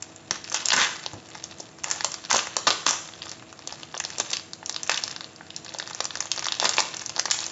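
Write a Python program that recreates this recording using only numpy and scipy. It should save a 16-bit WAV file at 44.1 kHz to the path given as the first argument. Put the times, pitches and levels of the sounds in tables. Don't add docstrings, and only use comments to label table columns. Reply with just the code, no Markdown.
import sys
import numpy as np
from scipy import signal
from scipy.fft import rfft, irfft
from scipy.io import wavfile
from scipy.ndimage import uniform_filter1d, minimum_filter1d

SR = 44100
rng = np.random.default_rng(int(sys.argv[2]) if len(sys.argv) > 2 else 0)


def materialize(psi):
    bounded = np.clip(np.atleast_2d(psi).T, -1, 1)
    quanta = np.round(bounded * 32767).astype(np.int16)
    wavfile.write(sys.argv[1], SR, quanta)


N = 331191


def amp(db):
    return 10 ** (np.asarray(db) / 20)


def evened(x):
    return x / np.sqrt(np.mean(x ** 2) + 1e-20)


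def read(points, hz):
    f, value = np.transpose(points)
    return np.interp(np.log(hz + 1), np.log(f + 1), value)


def add(mix, s, sound):
    part = mix[round(s * SR):][:len(sound)]
    part += sound[:len(part)]


# frequency in Hz, relative spectral level in dB.
AIR_COLOUR = [(30, -29), (60, -15.5), (95, -3), (160, -5.5), (270, -7), (500, -11.5), (900, -14.5),
              (2200, -20.5), (6000, -28), (9000, -11.5)]
AIR_DB = -41.5
# centre pitch in Hz, wander in Hz (twice its rms), tone level in dB rms.
FRIDGE_TONES = [(160.6, 9.45, -62.5), (326.2, 3.95, -57.5), (478, 5.64, -65), (647, 4.4, -61.5),
                (742, 4.4, -63.5)]


def kitchen():
    hz = np.fft.rfftfreq(N, 1 / SR)
    spectrum = rfft(rng.standard_normal(N)) * amp(read(AIR_COLOUR, hz))
    out = amp(AIR_DB) * evened(irfft(spectrum, N))
    for tone_hz, wander_hz, db in FRIDGE_TONES:
        drift_hz = wander_hz / 2 * evened(uniform_filter1d(rng.standard_normal(N), 4000))
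        phase = 2 * np.pi * np.cumsum(tone_hz + drift_hz) / SR
        out += amp(db) * np.sqrt(2) * np.sin(phase)
    return out


def burst(chance, length_s, body, hz, narrow_db):
    t, f = np.arange(512) / SR, np.fft.rfftfreq(1024, 1 / SR)
    envelope = np.exp(-t / length_s) * (1 - np.exp(-8 * t / length_s))
    puff = rfft(chance * envelope, 1024)
    puff /= np.abs(puff) ** .4 + 1e-9
    colour = read(body, f) - narrow_db * np.log2((f + 1) / hz) ** 2
    sound = irfft(puff * amp(np.maximum(colour, -80)))
    sound = np.roll(sound, 24)[:512]
    sound *= np.exp(-t / (3 * length_s))
    sound *= np.minimum(t * SR / 24, 1) * np.cos(np.pi / 2 * t * SR / 512) ** 2
    hump = np.hanning(128).repeat(4)
    sound -= sound.sum() * hump / hump.sum()
    return sound / np.linalg.norm(sound)


# frequency in Hz, gain in dB.
FOIL_COLOUR = [(1200, -24), (2100, -2), (3300, 0), (4700, -2.5), (5800, 0), (7000, 0), (9000, -2)]
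# frequency in Hz, gain in dB.
AIR_CELL_COLOUR = [(200, -34), (400, 10), (700, 3), (1200, 2), (2000, -1), (2800, -5.5), (3800, -18.5)]


def snap(hz, pop_hz, chance, narrow_db=14):
    tick = burst(chance[:512], 0.0013, FOIL_COLOUR, hz, narrow_db)
    pop = burst(chance[512:], 0.0022, AIR_CELL_COLOUR, pop_hz, narrow_db=5.5)
    return 4.78 * tick, 11.25 * pop


def swarm(per_s, spread_db, count=24):
    clumps = amp(3 * evened(uniform_filter1d(rng.standard_normal(N), 300)))
    happens = rng.random(N) < clumps * per_s / SR
    size = happens * amp(spread_db * np.minimum(rng.exponential(1, N), 4))
    kind, out = rng.integers(0, count, N), np.zeros((2, N))
    for k, hz in enumerate(np.geomspace(2600, 7200, count)):
        shape = np.array(snap(hz, rng.uniform(400, 2700), rng.standard_normal(1024)))
        hits = (size * (kind == k))[None]
        out += signal.oaconvolve(hits, shape, axes=1)[:, :N]
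    return evened(out[0]), evened(out[1])


# time in seconds, crackle level in dB.
GRIP_LEVEL = [(0.0, -56), (0.3, -58.5), (0.45, -47.5), (0.62, -42), (1.0, -44), (1.2, -55), (1.45, -47.5),
              (1.78, -60), (1.95, -44), (2.22, -49.5), (2.5, -47.5), (2.76, -51), (3.15, -52), (3.3, -42),
              (3.42, -60), (3.63, -55.5), (3.72, -46), (3.9, -54), (4.241, -40), (4.5, -65.5),
              (4.999, -39.5), (5.33, -56.5), (5.5, -56), (5.8, -46), (6.3, -48), (6.652, -38), (7.05, -47),
              (7.51, -42.5)]
SMALL_DB, SMALL_PER_S = -7.5, 65


def crackle(pop_db=-4):
    s, level_db = np.transpose(GRIP_LEVEL)
    ticks, pops = swarm(per_s=300, spread_db=3.9)
    small_ticks, small_pops = swarm(per_s=SMALL_PER_S, spread_db=3.0)
    fine = ticks + amp(pop_db) * pops
    small = small_ticks + amp(pop_db) * small_pops
    level = amp(np.interp(np.arange(N) / SR, s, level_db))
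    return level * (fine + amp(SMALL_DB) * small)


# time in seconds, level in dB, treble centre in Hz,
# air-cell pop level in dB relative to the treble, pop centre in Hz.
CLEAR_SNAPS = [(0.0237, -18, 7050, -20.5, 1940), (0.3091, -8, 5630, -14.5, 1290),
               (0.442, -23.5, 5100, -22, 1830.0), (0.499, -22, 6100, -28, 1810.0),
               (0.5179, -24, 6980.0, -7, 1430), (0.525, -18, 7300, -21, 1920.0),
               (0.5435, -5.5, 6130, -15.5, 1220), (0.6563, -6, 6440, -44, 1660),
               (0.6853, -8, 6200, -18.5, 2070), (0.7037, -9, 3750.0, -15, 2060),
               (0.7178, -13, 3650, -19, 2090.0), (0.721, -10, 3400, -10, 1220),
               (0.7307, -6, 5830, -18, 880.0), (0.735, 6.5, 6430, -11.5, 1290),
               (0.7387, 5.5, 5600.0, -8.5, 1640.0), (0.764, -4, 6630.0, -13, 1610),
               (1.0623, -15, 3950, -13.5, 720), (1.3517, -29.5, 5700, -4, 1030.0),
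               (1.4394, -19, 6400, -26, 1120.0), (1.6005, -26.5, 6420.0, -8.5, 515),
               (1.6034, -23.5, 5840, -11, 500.0), (1.836, -22.5, 6100, -23, 1590.0),
               (1.8418, -14, 6250, -11, 2060), (1.8833, -26, 6500.0, -16, 1780),
               (1.9012, -18, 6290.0, -16.5, 2070.0), (1.9118, -4.5, 6640, -18.5, 2070),
               (1.915, -12.5, 6630.0, -17, 2060), (2.0075, -19, 4500, -6.5, 1600),
               (2.045, -5, 6260, -13, 1290), (2.0483, -17, 4030, -10, 820),
               (2.1178, -19, 6650, -23, 1920.0), (2.1413, -17.5, 5600, -16.5, 1250.0),
               (2.2506, -23, 4540.0, -18, 1280), (2.298, -27, 3360.0, -6, 1210.0),
               (2.3022, -17, 6400.0, -15, 1360.0), (2.3054, -18, 5860.0, -14, 1290.0),
               (2.3119, -8, 6090.0, -5.5, 1300), (2.3284, -6, 6310.0, -18, 1210.0),
               (2.3432, -22, 3800, 5.5, 800), (2.3472, -8, 6300, -8, 1290),
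               (2.36, -13, 5940.0, -5.5, 970.0), (2.3658, -3.5, 6760.0, -23, 1050),
               (2.3912, -15.5, 3060.0, -9.5, 1900), (2.47, -23.5, 6600, -4, 1240),
               (2.5596, -32, 2520.0, -6, 990.0), (2.5666, -1.5, 6140, -13.5, 950),
               (2.6694, -7, 4540, -9.5, 1290.0), (2.6735, -6, 6480.0, -21, 1290.0),
               (2.679, -12.5, 3340.0, -6.5, 1100.0), (2.7043, -0.5, 3630, -12.5, 1060),
               (2.7104, -6, 3750, -12.5, 1080), (2.8658, -2.5, 3700, -8.5, 1140),
               (2.877, -10.5, 6650.0, -18.5, 1340.0), (2.891, -4, 6890.0, -16, 1640.0),
               (2.9088, -0.5, 7000, -17.5, 990), (3.2197, -20.5, 3580, -17, 2080),
               (3.2673, -34, 3270.0, -3, 1230.0), (3.281, -31, 5030, -28, 2130.0),
               (3.2937, -24, 5400, -26, 1590.0), (3.3154, -22, 5460, -18, 1790.0),
               (3.424, -48, 2520.0, 8, 1400.0), (3.527, -33, 6370, -5.5, 1880),
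               (3.6739, -17.5, 5700, -19.5, 690.0), (3.7242, -22.5, 5040, -10.5, 940),
               (3.8319, -24, 3500, -14.5, 860), (3.9425, -26.5, 3440, -2, 990.0),
               (3.9497, -26.5, 5470.0, -9, 750.0), (3.9672, -27, 3340.0, -5.5, 840.0),
               (3.9764, -19, 5800, -25, 730.0), (4, -13.5, 6780.0, -18, 1670),
               (4.0026, -22, 2520.0, -5.5, 2020), (4.039, -22, 5340.0, -12, 2070.0),
               (4.0495, -15.5, 4500, -19, 825), (4.103, -24.5, 5800, -13, 2160),
               (4.1828, -14.5, 6860, -17.5, 780.0), (4.1997, -6, 7300, -17, 840.0),
               (4.304, -19.5, 5450, -27, 990.0), (4.314, -20.5, 5470.0, -16, 1680.0),
               (4.3317, -14.5, 6740.0, -22, 692), (4.335, -17, 3920.0, -21.0, 2260),
               (4.3685, -15.5, 5250, -20, 2310), (4.396, -26.5, 4410.0, -12.5, 1380.0),
               (4.5332, -20.5, 4870, -19.5, 1530.0), (4.6287, -39, 2630.0, 5.5, 1040),
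               (4.6601, -17.5, 5640.0, -32, 1310.0), (4.695, -13, 5270, -18, 1130),
               (4.7252, -24, 5600.0, -27, 660), (4.7437, -22, 4670.0, -16, 1960.0),
               (4.7628, -14.5, 4540, -18.0, 1100.0), (4.832, -15, 6330, -28, 1230.0),
               (4.875, -22, 6720.0, -18.5, 1280), (4.8945, -11, 2520.0, -6.5, 1280),
               (4.8958, -11, 5500, -13, 1820), (4.9159, -16.5, 5470.0, -13, 2130.0),
               (4.9434, -13.5, 4180.0, -20, 2200.0), (4.9585, -21, 4950.0, -20, 1250.0),
               (4.9743, -15, 5620.0, -21, 1980.0), (4.9771, -14, 3140.0, -21, 2090.0),
               (5.0372, -11, 5300, -25, 670.0), (5.0643, -34, 5960.0, -18.0, 2080),
               (5.078, -21.5, 5300.0, -13.5, 1290.0), (5.112, -21, 5200, -22, 1840),
               (5.1625, -20.5, 4400, -13.5, 1740.0), (5.208, -22.5, 4220, -11.5, 1650),
               (5.2435, -24, 4240, -20, 1010.0), (5.361, -33, 5000, -25, 1500),
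               (5.4088, -43.5, 2520.0, 9, 1420), (5.504, -26, 3840, -19, 1680.0),
               (5.563, -18, 5530, -38, 600.0), (5.6626, -28, 4200, -11, 1830),
               (5.692, -25, 4400, -24, 500.0), (5.7398, -24, 5560.0, -21, 1100.0),
               (5.747, -26, 3770.0, -3.5, 790), (5.7858, -17.5, 6330, -24, 1440.0),
               (5.7987, -18, 4630, -8.5, 1550), (5.8257, -25, 3720, -12.0, 1060.0),
               (5.8748, -25, 5160, -11, 1470), (5.9091, -36.5, 3490.0, 4, 1070),
               (5.932, -26, 4330, -25, 2220.0), (5.9478, -18.5, 6200.0, -19, 1120.0),
               (6.0044, -12, 5000, -10, 1180), (6.043, -16.5, 6720.0, -20, 1720),
               (6.0535, -14, 5540, -17.5, 1120.0), (6.1063, -21, 3520, -13, 1810.0),
               (6.1543, -19.5, 5430.0, -9, 1740.0), (6.1716, -22.5, 5470.0, -14, 750.0),
               (6.2049, -10.0, 6800, -17.5, 1750), (6.2246, -25.5, 4690.0, -9, 1070),
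               (6.2558, -24.5, 7060.0, -10.5, 930.0), (6.316, -6, 5000, -24, 2200),
               (6.3618, -21, 5770.0, -16, 1830.0), (6.3764, -20.5, 4620, -12, 940),
               (6.3815, -24, 4520.0, -7.5, 970), (6.3934, -16.5, 5400.0, -15, 1850.0),
               (6.424, -25, 5340.0, -7.0, 1650), (6.4273, -32, 5620.0, 0, 1220),
               (6.444, -16.5, 4900, -19, 2280.0), (6.456, -16, 4500, -12.5, 1850.0),
               (6.4666, -16.5, 5060.0, -6.5, 1280), (6.4845, -13.5, 4180.0, -15.5, 1890.0),
               (6.5217, -11, 4260.0, -21, 1770.0), (6.5417, -22, 3770.0, -20, 1780),
               (6.551, -25, 5270, -19, 2150.0), (6.599, -9, 4430, -17, 1320),
               (6.6147, -20, 4290.0, -16, 900.0), (6.6265, -25, 3270.0, 5.5, 745),
               (6.6441, -12, 6180.0, -7.5, 1370), (6.6547, -7, 4350.0, -9.5, 1170),
               (6.6922, -4, 5700, -19, 1310), (6.7121, -23, 4440.0, -21, 880.0),
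               (6.7355, -18, 4540.0, -21, 950.0), (6.7395, -18.5, 5450.0, -14, 2110.0),
               (6.768, -17, 5620.0, -15, 1210.0), (6.782, -3, 2510, -11, 800),
               (6.7926, -15, 5050, -24, 620.0), (6.8032, -3, 5600, -14.5, 1350),
               (6.94, -24, 3660.0, -12.5, 1360.0), (6.944, -25.5, 5430.0, -13, 2300),
               (6.9678, -18, 6400, -27, 1870.0), (6.994, -23.0, 5140, -25, 1010.0),
               (7.0166, -24, 6450, -20, 960), (7.061, -16, 5700, -38, 2260.0),
               (7.0945, -18.5, 5300, -20.5, 1270.0), (7.163, -17.5, 4500, -16.5, 1360.0),
               (7.168, -27, 5000, -5.5, 900), (7.18, -23, 5000, -7, 800), (7.19, -21, 5800, -9.5, 1290.0),
               (7.1949, -7, 5800, -14.5, 1400), (7.255, -14.5, 5300, -11, 770),
               (7.258, -17.5, 5000, -8.5, 1850), (7.281, -30, 2520.0, 0.5, 1350),
               (7.302, -18, 4590.0, -15, 1090), (7.3106, 2, 5000, -23, 2090.0),
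               (7.314, 1.5, 6800, -18.0, 2020.0), (7.343, -23, 3700, -11, 1420.0),
               (7.389, -17, 4090.0, -16, 1230.0), (7.404, -16, 6610.0, -29, 730.0),
               (7.4319, -26, 3600.0, -31, 800.0), (7.441, -19, 5230.0, -29, 1430),
               (7.4565, -25, 6780.0, -25, 1510.0), (7.4645, -16, 5940.0, -22, 1010.0),
               (0.1607, -29, 7050, -27, 1500), (1.133, -30, 6900, -5.5, 563), (1.786, -36, 5360, -7, 1200),
               (1.96, -24, 7000, -12, 1200), (2.8643, -3.5, 5000, -11, 890),
               (3.0876, -32, 3400, -7.5, 1900), (3.1362, -29, 3500, -15, 1400),
               (3.591, -31, 5000, -10.5, 1210), (5.6466, -27, 5970, -25, 900)]
NARROW_DB, NARROW_PER_DB = 11, 1.5
ROOM_NARROW_SHARE = 0.34


def snaps():
    out, chances = np.zeros((2, N)), rng.standard_normal((len(CLEAR_SNAPS), 1024))
    for (s, db, hz, pop_db, pop_hz), chance in zip(CLEAR_SNAPS, chances):
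        narrow_db = max(NARROW_DB - NARROW_PER_DB * db, 0)
        for mix, share in zip(out, (1, ROOM_NARROW_SHARE)):
            tick, pop = snap(hz, pop_hz, chance, share * narrow_db)
            start_s = s - 24 / SR
            add(mix, start_s, amp(db) * (tick + amp(pop_db) * pop))
    return out


def swell(t, length_s, rise_share=0.13):
    return np.exp(-(t / length_s) ** 2) * (1 - np.exp(-t / (rise_share * length_s)))


# start in seconds, level in dB, length in seconds,
# treble centre in Hz, pop level in dB relative to the treble, pop centre in Hz.
FOLD_RUNS = [(0.312, -36, 0.06, 6500, 0, 1300), (0.536, -31, 0.066, 6200, -4, 1300),
             (0.729, -14.5, 0.021, 6440, 5, 1500), (0.762, -24.5, 0.11, 3500, 3, 1810),
             (1.838, -42, 0.13, 6500, 8, 700), (2.294, -27, 0.12, 6080, -0.5, 1300),
             (2.6685, -15.5, 0.015, 3380, 3, 1110), (2.859, -23.5, 0.064, 6000, -2, 930),
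             (4.197, -22.5, 0.012, 6800, -2.5, 800), (4.323, -31.5, 0.046, 4300, -7, 1200),
             (4.892, -32.5, 0.055, 4600, 4.5, 1950), (6.608, -32, 0.057, 5000, -1, 1000),
             (6.651, -19.5, 0.011, 5500, -4, 1100), (6.785, -23.5, 0.015, 5000, 2, 910)]
TRAIL_DB, TRAIL_S = -17.5, 0.0045
RUN_TREBLE_Q, RUN_POP_Q = 0.33, 1
RUN_RING_DB, RUN_RING_Q = -4.5, 5.5


def rips():
    creases = np.pad(swarm(per_s=1800, spread_db=3.0), ((0, 0), (0, SR)))
    out = np.zeros(N)
    trails = [(s, db + TRAIL_DB, TRAIL_S, hz, pop_db, pop_hz) for s, db, hz, pop_db, pop_hz in CLEAR_SNAPS]
    for s, db, length_s, hz, pop_db, pop_hz in [*FOLD_RUNS, *trails]:
        t = np.arange(round(3 * length_s * SR)) / SR
        run = amp(db) * swell(t, length_s)
        ticks, pops = creases[:, round(s * SR):][:, :len(t)] * run
        treble = signal.lfilter(*signal.iirpeak(hz, RUN_TREBLE_Q, fs=SR), ticks)
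        ring = signal.lfilter(*signal.iirpeak(hz, RUN_RING_Q, fs=SR), ticks)
        popping = signal.lfilter(*signal.iirpeak(pop_hz, RUN_POP_Q, fs=SR), pops)
        add(out, s, treble + amp(RUN_RING_DB) * ring + amp(pop_db) * popping)
    return out


# start in seconds, level in dB before the decay, ring pitch in Hz.
BUMPS = [(0.308, -34, 126), (0.738, -22.5, 252), (1.133, -32, 108), (2.329, -37, 233), (2.67, -29.5, 254),
         (2.868, -35, 294), (4.2, -43, 237), (6.641, -35.5, 205)]
BUMP_DB, BUMP_S = -5.5, 0.031
SHIFT_DB, SHIFT_HZ = -22, (88, 530)


def thuds():
    out, level, t = np.zeros(N), np.zeros(N), np.arange(SR // 3) / SR
    for s, db, hz in BUMPS:
        decay = amp(db - 60 * t / 0.11)
        add(out, s, decay * np.sin(2 * np.pi * hz * t) * (1 - np.exp(-t / 0.003)))
        add(level, s, amp(db + BUMP_DB) * np.exp(-t / BUMP_S))
    for s, db, length_s, *_ in FOLD_RUNS:
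        add(level, s, amp(db + SHIFT_DB) * swell(t, length_s))
    band = signal.butter(2, SHIFT_HZ, "band", fs=SR, output="sos")
    rustle = signal.sosfilt(band, rng.standard_normal(N))
    return out + level * evened(rustle)


# frequency in Hz, time to fall 60 dB in seconds.
ROOM_DECAY = [(250, 0.57), (700, 0.46), (1800, 0.61), (4500, 0.47), (7500, 0.6)]
# delay in seconds, level in dB relative to the direct sound.
EARLY_ECHOES = [(.0011, -13), (.0034, -16), (.0058, -16), (.0105, -19), (.0155, -20), (.021, -21)]


def room(close, broad, wet_db=-11):
    early = np.zeros(1200)
    early[0] = 1
    for s, db in EARLY_ECHOES:
        early[round(s * SR)] = amp(db)
    out = signal.oaconvolve(close, early)[:N]
    hz, t, z = signal.stft(rng.standard_normal((3, SR // 2)), SR, nperseg=256)
    fading = z * amp(-60 * t / read(ROOM_DECAY, hz)[:, None])
    tails = signal.istft(fading, SR, nperseg=256)[1]
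    tails *= 1 - np.exp(-(np.arange(tails.shape[1]) / SR / .004) ** 2)
    for k, tail in enumerate(tails):
        turn = np.cos(2 * np.pi * (3.5 * np.arange(N) / SR + k / 6))
        share = np.sqrt(2 / 3) * turn
        out += amp(wet_db) * signal.fftconvolve(broad * share, tail / np.linalg.norm(tail))[:N]
    return out


def scene():
    low_cut = signal.butter(2, 170, "high", fs=SR, output="sos")
    foil = signal.sosfilt(low_cut, snaps() + rips() + crackle())
    close, broad = foil + thuds()
    return (room(close, broad) + kitchen())[None]


THRESHOLD_DB = -4.5
EDGE_HZ = 7420


def record(dry):
    peak_db = 20 * np.log10(abs(dry[0]) + 1e-9)
    fall = np.arange(N) * 450 / SR
    held_db = np.maximum.accumulate(peak_db + fall) - fall
    over_db = np.maximum(held_db - THRESHOLD_DB, 0)
    ahead_db = -minimum_filter1d(-over_db, size=200)
    x = dry / amp(.8 * uniform_filter1d(ahead_db, size=200))
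    x = signal.sosfilt(signal.butter(3, 62, "high", fs=SR, output="sos"), x)
    return signal.sosfilt(signal.cheby1(12, .5, EDGE_HZ, fs=SR, output="sos"), x)


dry = scene()
out = record(dry)
materialize(out)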